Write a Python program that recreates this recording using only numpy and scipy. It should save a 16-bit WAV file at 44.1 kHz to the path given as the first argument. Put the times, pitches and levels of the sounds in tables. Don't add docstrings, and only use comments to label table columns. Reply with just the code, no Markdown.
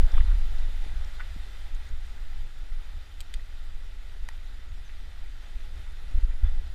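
import sys
import numpy as np
from scipy import signal
from scipy.fft import rfft, irfft, next_fast_len
from scipy.io import wavfile
from scipy.ndimage import uniform_filter1d, map_coordinates

SR = 44100
rng = np.random.default_rng(int(sys.argv[2]) if len(sys.argv) > 2 else 0)


def bounce(signal):
    frames = np.transpose(np.atleast_2d(signal))
    limited = np.clip(frames, -1, 1)
    pcm = np.round(limited * 32767).astype(np.int16)
    wavfile.write(sys.argv[1], SR, pcm)


def amplitude_ratio(level_db):
    exponent = np.asarray(level_db, float) / 20
    return 10 ** exponent


N = 297234
OPEN_HZ = 16700


def unit(x):
    return x / np.sqrt(np.mean(x ** 2) + 1e-20)


def along(points, hz):
    f, v = np.transpose(points)
    return np.interp(np.log(hz + 1), np.log(f + 1), v, left=-120, right=-120)


def curves(rows):
    s, *cols = np.transpose(rows)
    return [np.interp(np.arange(N) / SR, s, c) for c in cols]


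def swell(s, half_s):
    t = np.arange(0, N + 64, 64) / SR
    return np.exp(-.5 * ((t - s) / half_s) ** 2)


def spread_out(v):
    return np.interp(np.arange(N), np.arange(len(v)) * 64, v)


def wobble(rate):
    knots = rng.standard_normal(int(N * 40 / SR) + 4)
    return map_coordinates(knots, [np.arange(N) * min(rate, 40) / SR])


def filtered(x, response):
    m = next_fast_len(len(x) + SR // 2)
    return irfft(rfft(x, m) * response(np.fft.rfftfreq(m, 1 / SR)), m)[:len(x)]


def housing(hz):
    # (frequency [Hz], width [Hz], lift [dB])
    case_modes = [(853, 106, 4.5), (1960, 210, 6.5), (2520, 360, 2), (3078, 72, 5), (3595, 260, 5.5),
                  (4150, 54, 3.5), (4788, 210, 10), (5580, 190, 5.5), (6920, 360, 3.5), (8060, 180, 1.5),
                  (9440, 400, 4), (10700, 350, 3), (14140, 240, 7)]
    lift = 0
    for centre, width, db in case_modes:
        damping = 1j * hz * width
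        lift = lift + (amplitude_ratio(db) - 1) * damping / (centre * centre - hz * hz + damping)
    return 1 + lift


def rush(spectrum, patchy_db, grit):
    z = signal.stft(rng.standard_normal(N), nperseg=512)[2]
    field = uniform_filter1d(rng.standard_normal(z.shape), size=6, axis=0)
    field = uniform_filter1d(field, size=8, axis=1)
    x = signal.istft(z * amplitude_ratio(patchy_db * unit(field)), nperseg=512)[1][:N]
    struck = rng.random(N) < .004
    grain_db = 5 * np.minimum(rng.exponential(size=N), 2)
    grains = unit(rng.standard_normal(N) * struck * amplitude_ratio(grain_db))
    return unit(filtered(unit(x) + grit * grains, lambda hz: amplitude_ratio(along(spectrum, hz)) * housing(hz)))


def turbulence(spectrum, memory_s, steady):
    x = unit(filtered(rng.standard_normal(N), lambda hz: amplitude_ratio(along(spectrum, hz))))
    memory = int(memory_s * SR)
    power = np.abs(uniform_filter1d(uniform_filter1d(x * x, memory), memory)) + 0.022
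    x = x / power ** (np.clip(steady, 0, 1) / 2)
    return unit(filtered(x, lambda hz: np.minimum(1, amplitude_ratio(along(spectrum, hz) + 17.5))))


def breeze():
    # (time [s], strength [dB])
    head_wind = [(0, -12), (.35, -25), (.6, -27), (1.1, -35.5), (1.6, -35.5), (2.3, -35), (3.1, -38),
                 (4.5, -38), (5.4, -37), (6.0, -36.5), (6.2, -28.5), (6.55, -26.5), (6.74, -33)]
    calm_db = -36
    return curves(head_wind)[0] - calm_db


def ruffle():
    # (time [s], flutter lift [dB], half length [s])
    side_air = [
        (.5, 4, 0.075),
        (0.857, 4, 0.07),
        (1.75, 1, 0.24),
        (4.0, 0, 0.079),
        (5.75, 4, 0.17),
    ]
    return spread_out(sum(db * swell(s, half_s) for s, db, half_s in side_air))


def slaps():
    # (time [s], peak level [dB], width [ms], push + or pull - [ratio])
    slap_events = [(.003, -10, 6.9, -0.82), (.039, -4, 4.5, 0.98), (0.144, -8.5, 4.5, 0.97),
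                   (0.178, -6.5, 8.3, -1.3), (0.207, -5, 4.2, 1), (0.289, -8, 5.3, 1),
                   (0.348, -8.5, 5, 0.98), (.826, -10, 11, 0.88), (.967, -12, 5.3, -0.82),
                   (3.36, -5, 6, 0.26), (6.153, -11.5, 4.4, 1), (6.18, -14, 4.2, -1.17),
                   (6.241, -4.5, 5.2, 0.81), (6.44, -6, 4.6, -0.84), (6.587, -10.5, 8.3, 0.97),
                   (5.563, -18.5, 5.8, -1)]
    t = np.arange(0, N + 32, 32) / SR
    push, busy = 0, 0
    for s, db, width_ms, way in slap_events:
        push = push + way * amplitude_ratio(db) * np.exp(-.5 * ((t - s) * 1000 / width_ms) ** 2)
        busy = busy + np.exp(-.5 * ((t - s) / 0.018) ** 2)
    push, busy = (map_coordinates(v, [np.arange(N) / 32], mode="nearest") for v in (push, busy))
    leak_hz = 9
    return filtered(push, lambda hz: hz ** 2 / (hz ** 2 + leak_hz ** 2)), np.minimum(busy, 1)


def wind():
    # (frequency [Hz], density [dB per Hz])
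    eddy_spectrum = [(3, -1), (8, -17.5), (13, -2), (20, -2), (28, -28), (40, -21)]
    buffet_spectrum = [(16, -17), (26, 2.5), (38, 5.5), (52, -6.5), (64, -12), (80, -31)]
    throb_spectrum = [(42, -33), (58, -1), (68, 1.5), (85, -9.5), (110, -30.5), (160, -38)]
    flutter_spectrum = [(60, -49), (100, 4.5), (150, -3.5), (250, -9.5), (400, -10.5), (600, -17.5),
                        (900, -40)]
    # (time [s], swing [dB], half length [s], tilt to small eddies [dB])
    gust_events = [(0.096, -19, 0.019, 5.5), (0.203, -6, 0.028, 7), (0.302, 8.5, 0.043, 2),
                   (0.76, 1, .04, 1.5), (.99, 5.5, 0.049, 1.5), (1.342, 1.5, 0.073, 5),
                   (1.543, -2.5, 0.046, 0.5), (1.77, 5.5, 0.032, -7.5), (1.856, -3, .04, 6.5),
                   (1.94, 6, 0.018, -5.5), (2.278, 3, 0.021, -2), (2.425, 4.5, 0.053, -1.5),
                   (2.509, -8.5, 0.039, -3), (2.753, 1.5, 0.052, -8), (2.97, 3.5, 0.023, 3.5),
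                   (3.085, -8, 0.039, 6.5), (3.478, -5, 0.014, 3.5), (3.778, 4.5, 0.051, -0.5),
                   (4.233, 6, 0.014, -3.5), (4.705, 0, .025, 6.5), (4.773, 3, 0.037, -0.5),
                   (4.87, -6, 0.021, 0.5), (5.1, -2.5, 0.031, 4), (5.267, 1, 0.034, -4),
                   (5.45, -3.5, 0.052, 2), (5.787, 1, 0.035, 5.5), (6.175, 16, 0.015, 2),
                   (6.377, -7.5, .03, -3.5), (6.44, 6.5, 0.021, 12.5), (6.642, -2, 0.036, 6)]
    swing = spread_out(sum(db * swell(s, half_s) for s, db, half_s, _ in gust_events))
    tilt = spread_out(sum(tilt_db * swell(s, half_s) for s, _, half_s, tilt_db in gust_events))
    over_calm_db = breeze()

    def level(calm_db, grows, lean, share):
        return amplitude_ratio(calm_db + grows * over_calm_db + share * (swing + lean * tilt))

    heave = turbulence(eddy_spectrum, 0.024, steady=0.73)
    heave = heave * level(calm_db=-32, grows=1.1371, lean=-1.03, share=0.95)
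    buffet = turbulence(buffet_spectrum, 0.093, steady=0.76)
    buffet = buffet * level(calm_db=-40, grows=0.93, lean=0.08, share=1.42)
    throb = turbulence(throb_spectrum, 0.041, steady=0.66)
    throb = throb * level(calm_db=-49.5, grows=0.65, lean=1.24, share=1.24)
    lumps = amplitude_ratio(0.59 * wobble(17.0) + 1.86 * wobble(25))
    flutter = unit(lumps * rush(flutter_spectrum, patchy_db=-0.5, grit=0.23)) * amplitude_ratio(ruffle())
    flutter = flutter * level(calm_db=-61.5, grows=0.4828, lean=-0.2, share=0.13)
    slap, busy = slaps()
    return slap + amplitude_ratio(-12 * busy) * (heave + buffet + throb) + flutter


def tyres(near_db, shake):
    # (frequency [Hz], density [dB per Hz])
    drone_spectrum = [(300, -18.5), (500, -3.5), (750, -1), (1000, -5.5), (1200, -25), (1500, -12)]
    drone_db = -66 + near_db + 0.15 * breeze() + 0.17 * ruffle()
    return amplitude_ratio(drone_db + 0.68 * shake) * rush(drone_spectrum, patchy_db=1.5, grit=0.26)


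def stream(near_db, shake):
    # (frequency [Hz], density [dB per Hz])
    water_spectrum = [(900, -17.5), (1150, -4), (1350, 1), (1700, -3), (2300, -5), (3300, -5.5),
                      (4200, -6.5), (4500, -14.5), (5200, -20), (6500, -70)]
    spray_spectrum = [(4000, -23), (5200, -3.5), (6300, -4.5), (8300, -5.5), (9000, -9), (12000, -11),
                      (15600, -14.5)]
    water = amplitude_ratio(-57.5 + near_db + 0.53 * shake) * rush(water_spectrum, patchy_db=0.83, grit=0.23)
    spray = amplitude_ratio(-67.5 + near_db + 0.43 * shake) * rush(spray_spectrum, patchy_db=1.44, grit=0.2)
    return water + spray


def brake_pad():
    # (time [s], level [dB], decay by 60 dB [s])
    pad_touches = [
        (-.1, -72, 3.9),
        (5.6, -79, 9.5),
    ]
    drag_db, rise_s = -90, 0.033
    whisper = unit(filtered(rng.standard_normal(N), lambda hz: np.exp(-((hz - 10750) / 300) ** 2)))
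    t = np.arange(N) / SR
    level = amplitude_ratio(drag_db)
    for s, db, t60 in pad_touches:
        level = level + amplitude_ratio(db - 60 * (t - s) / t60) * np.clip((t - s) / rise_s, 0, 1)
    return level * whisper


def path():
    # (time [s], level [dB])
    bank_nearness = [(0, 4), (.75, 3.5), (1.3, 3.5), (2.1, 0.94), (3, -0.14), (5, -0.7), (5.46, 0.6),
                     (6, 0.25), (6.74, -0.3)]
    near_db, = curves(bank_nearness)
    shake = wobble(14)
    return tyres(near_db, shake) + stream(near_db, shake) + brake_pad()


def loose_parts():
    # (frequency [Hz], density [dB per Hz])
    loose_spectrum = [(300, -17), (500, 5), (1000, 2.5), (1500, 7.5), (2200, -4.5), (3500, 0), (5000, -38)]
    # (time [s], level [dB], half length [s])
    jolt_events = [
        (0, -57, 0.11),
        (0.207, -53, .06),
        (.34, -55.5, 0.1),
        (0.97, -52.5, 0.044),
        (6.3, -61.5, 0.045),
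        (6.447, -57, 0.038),
    ]
    chatter = unit(amplitude_ratio(3.3 * wobble(35)) * rush(loose_spectrum, patchy_db=3.5, grit=0.34))
    jolt = spread_out(sum(amplitude_ratio(db) * swell(s, half_s) for s, db, half_s in jolt_events))
    jingle = amplitude_ratio(-82.5 + 0.37 * breeze())
    return (jolt + jingle) * chatter


def ticks():
    # (time [s], peak level [dB], ringing frequency [Hz], decay by 60 dB [s])
    frame_contacts = [(0.118, -43, 5600, 0.017), (.14, -39.5, 1610, 0.094), (0.1793, -30, 1230, 0.022),
                      (.184, -44.5, 2940, .067), (0.2073, -33, 1830, 0.012), (.245, -53, 1850, .061),
                      (0.3115, -41.5, 1395, 0.078), (.357, -42, 1860, 0.025), (0.584, -46, 4150, .03),
                      (1.046, -45, 5200, .017), (1.197, -35, 1487, 0.12), (1.2045, -30.5, 1510, 0.013),
                      (1.209, -35, 2050, 0.027), (1.748, -47, 6800, .015), (1.89, -47, 6830, 0.019),
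                      (3.3947, -44.5, 1950, .03), (4.8943, -43, 1950, 0.037), (5.8386, -51, 1960, .03),
                      (6.311, -45, 1930, 0.071)]
    # (time [s], peak level [dB], frequency [Hz], decay by 60 dB [s])
    root_thumps = [
        (.864, -39.5, 200, .028),
        (1.362, -38, 180, .034),
    ]
    tick_octaves, thump_octaves = .44, .7
    contacts = [(*r, tick_octaves) for r in frame_contacts] + [(*r, thump_octaves) for r in root_thumps]
    out, t = np.zeros(N + SR), np.arange(SR // 10) / SR
    for s, db, ring_hz, t60, spread in contacts:
        def band(f):
            octaves = np.log2((f + 1) / (.94 * ring_hz))
            return np.exp(-.5 * (octaves / spread) ** 2) * housing(f) ** 1.1
        rattle = unit(filtered(rng.standard_normal(len(t)), band))
        hit = rattle + 1.15 * np.sin(2 * np.pi * ring_hz * t)
        hit = hit * amplitude_ratio(-60 * t / t60) * (1 - np.exp(-t / 0.000043))
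        out[round(s * SR):][:len(t)] += amplitude_ratio(db) * hit / np.abs(hit).max()
    return out[:N]


def tread_hum():
    # (time [s], length [s], tread frequency [Hz], rise at middle [Hz], level [dB])
    firm_stretches = [
        (2.7, 1.0, 250, 35, -79),
        (4.95, .55, 250, 42, -75),
    ]
    drift_hz, waver = 3 * wobble(12), amplitude_ratio(5.5 + 2 * wobble(8))
    hum = np.zeros(N)
    for s, length, hz, rise_hz, db in firm_stretches:
        arc = np.sin(np.pi * np.clip((np.arange(N) / SR - s) / length, 0, 1))
        phase = 2 * np.pi * np.cumsum(hz + rise_hz * arc ** 2 + drift_hz) / SR
        hum += amplitude_ratio(db) * np.sqrt(np.abs(arc)) * np.sin(phase)
    return waver * hum


def snaps():
    # (time [s], peak level [dB], crack share [ratio], bounce delay [s], bounce level [dB])
    snap_events = [
        (3.2053, -28.5, 0.48, .006, -9.5),
        (3.3398, -29, 0.36, .0058, -6.5),
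        (4.2877, -28, 0.36, 0.0013, -17),
    ]
    # (frequency [Hz], level [dB])
    snap_modes = [
        [(1580, -10), (2450, -2.5), (3180, 0), (3900, -2), (4730, -2), (5400, -11), (6850, -4), (8100, 2.5),
         (9300, -12), (12500, -7), (15000, -11)],
        [(2010, -7), (2420, -8), (3130, -6), (3550, 0.5), (4170, -10), (4730, -2), (5900, -16), (6800, -7.5),
         (8230, -6.5), (10690, -14), (14400, -24)],
        [(875, -3), (1100, -9.5), (1340, -9), (1885, 4), (2440, -8), (3035, -7), (3900, -9), (4880, -10),
         (5900, -10), (6700, -11), (8150, -11), (9600, -10), (13000, -18)],
    ]
    t60 = .015
    out, t = np.zeros(N + SR), np.arange(SR // 20) / SR
    for (s, db, crack, delay, bounce_db), modes in zip(snap_events, snap_modes):
        (lowest_hz, _), (_, last_db) = modes[0], modes[-1]
        crack_spectrum = [(lowest_hz / 2, -35)] + modes + [(OPEN_HZ, last_db - 16)]
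        for start, size_db in ((s, db), (s + delay, db + bounce_db)):
            ring = 0
            for hz, level in modes:
                decay = amplitude_ratio(level - 60 * t / t60 * (hz / 2000) ** 0.16)
                ring = ring + decay * np.sin(2 * np.pi * (hz * t + rng.random()))
            noise = unit(filtered(rng.standard_normal(len(t)), lambda f: amplitude_ratio(along(crack_spectrum, f))))
            noise = noise * amplitude_ratio(-60 * t / t60 * 2.2)
            hit = (ring + 3 * crack * noise) * (1 - np.exp(-t / 0.00038))
            out[round(start * SR):][:len(t)] += amplitude_ratio(size_db) * hit / np.abs(hit).max()
    return out[:N]


def bird():
    # (time [s], length [s], start frequency [Hz], end frequency [Hz], level [dB])
    chirp_events = [
        (4.67, .06, 6650, 6550, -70),
        (4.84, .06, 6400, 5450, -64),
        (4.945, .03, 4600, 4450, -66),
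    ]
    out = np.zeros(N)
    for s, length, start_hz, end_hz, db in chirp_events:
        u = np.arange(int(length * SR)) / (length * SR)
        phase = 2 * np.pi * np.cumsum(start_hz + (end_hz - start_hz) * u ** 1.65) / SR
        quaver = 1.5 * wobble(40)[:len(u) * 8:8]
        out[round(s * SR):][:len(u)] += amplitude_ratio(db) * np.sin(np.pi * u) * np.sin(phase + quaver)
    return out


def scene():
    return (wind() + path() + loose_parts() + ticks() + tread_hum() + snaps() + bird())[None]


def low_pass(x):
    return signal.sosfilt(signal.butter(12, 16700, fs=SR, output="sos"), x)


def record(dry):
    hz, t, z = signal.stft(dry[0], SR, nperseg=1024, boundary="even")
    f = hz[:, None]
    strain_db = np.maximum(3.5 + 0.25 * np.interp(t * SR, np.arange(N), breeze()), 0)
    blocks = rng.standard_normal((40, len(t)))[(hz / 700).astype(int)]
    flicker = amplitude_ratio(strain_db * (np.minimum(blocks, 1) - 0.1) * np.clip((f - 10300) / 2000, 0, 1))
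    hole_share, hole_db = .07, -14
    holes = (rng.random((40, len(t))) < hole_share)[(hz / 640).astype(int)] & (np.abs(f - 13450) < 640)
    top = np.sum(np.abs(z[hz > 12000]) ** 2, axis=0)
    snap = top > np.median(top) * amplitude_ratio(2 * 9)
    wander = unit(uniform_filter1d(rng.standard_normal(len(t)), size=4))
    edge_hz = 15150 - 25 * strain_db + 130 * wander
    gain = np.where(snap, f < OPEN_HZ, flicker * amplitude_ratio(hole_db * holes) * (f < edge_hz))
    x = signal.istft(z * gain, SR, nperseg=1024)[1][None, :N]
    return low_pass(x)


dry = scene()
out = record(dry)
bounce(out)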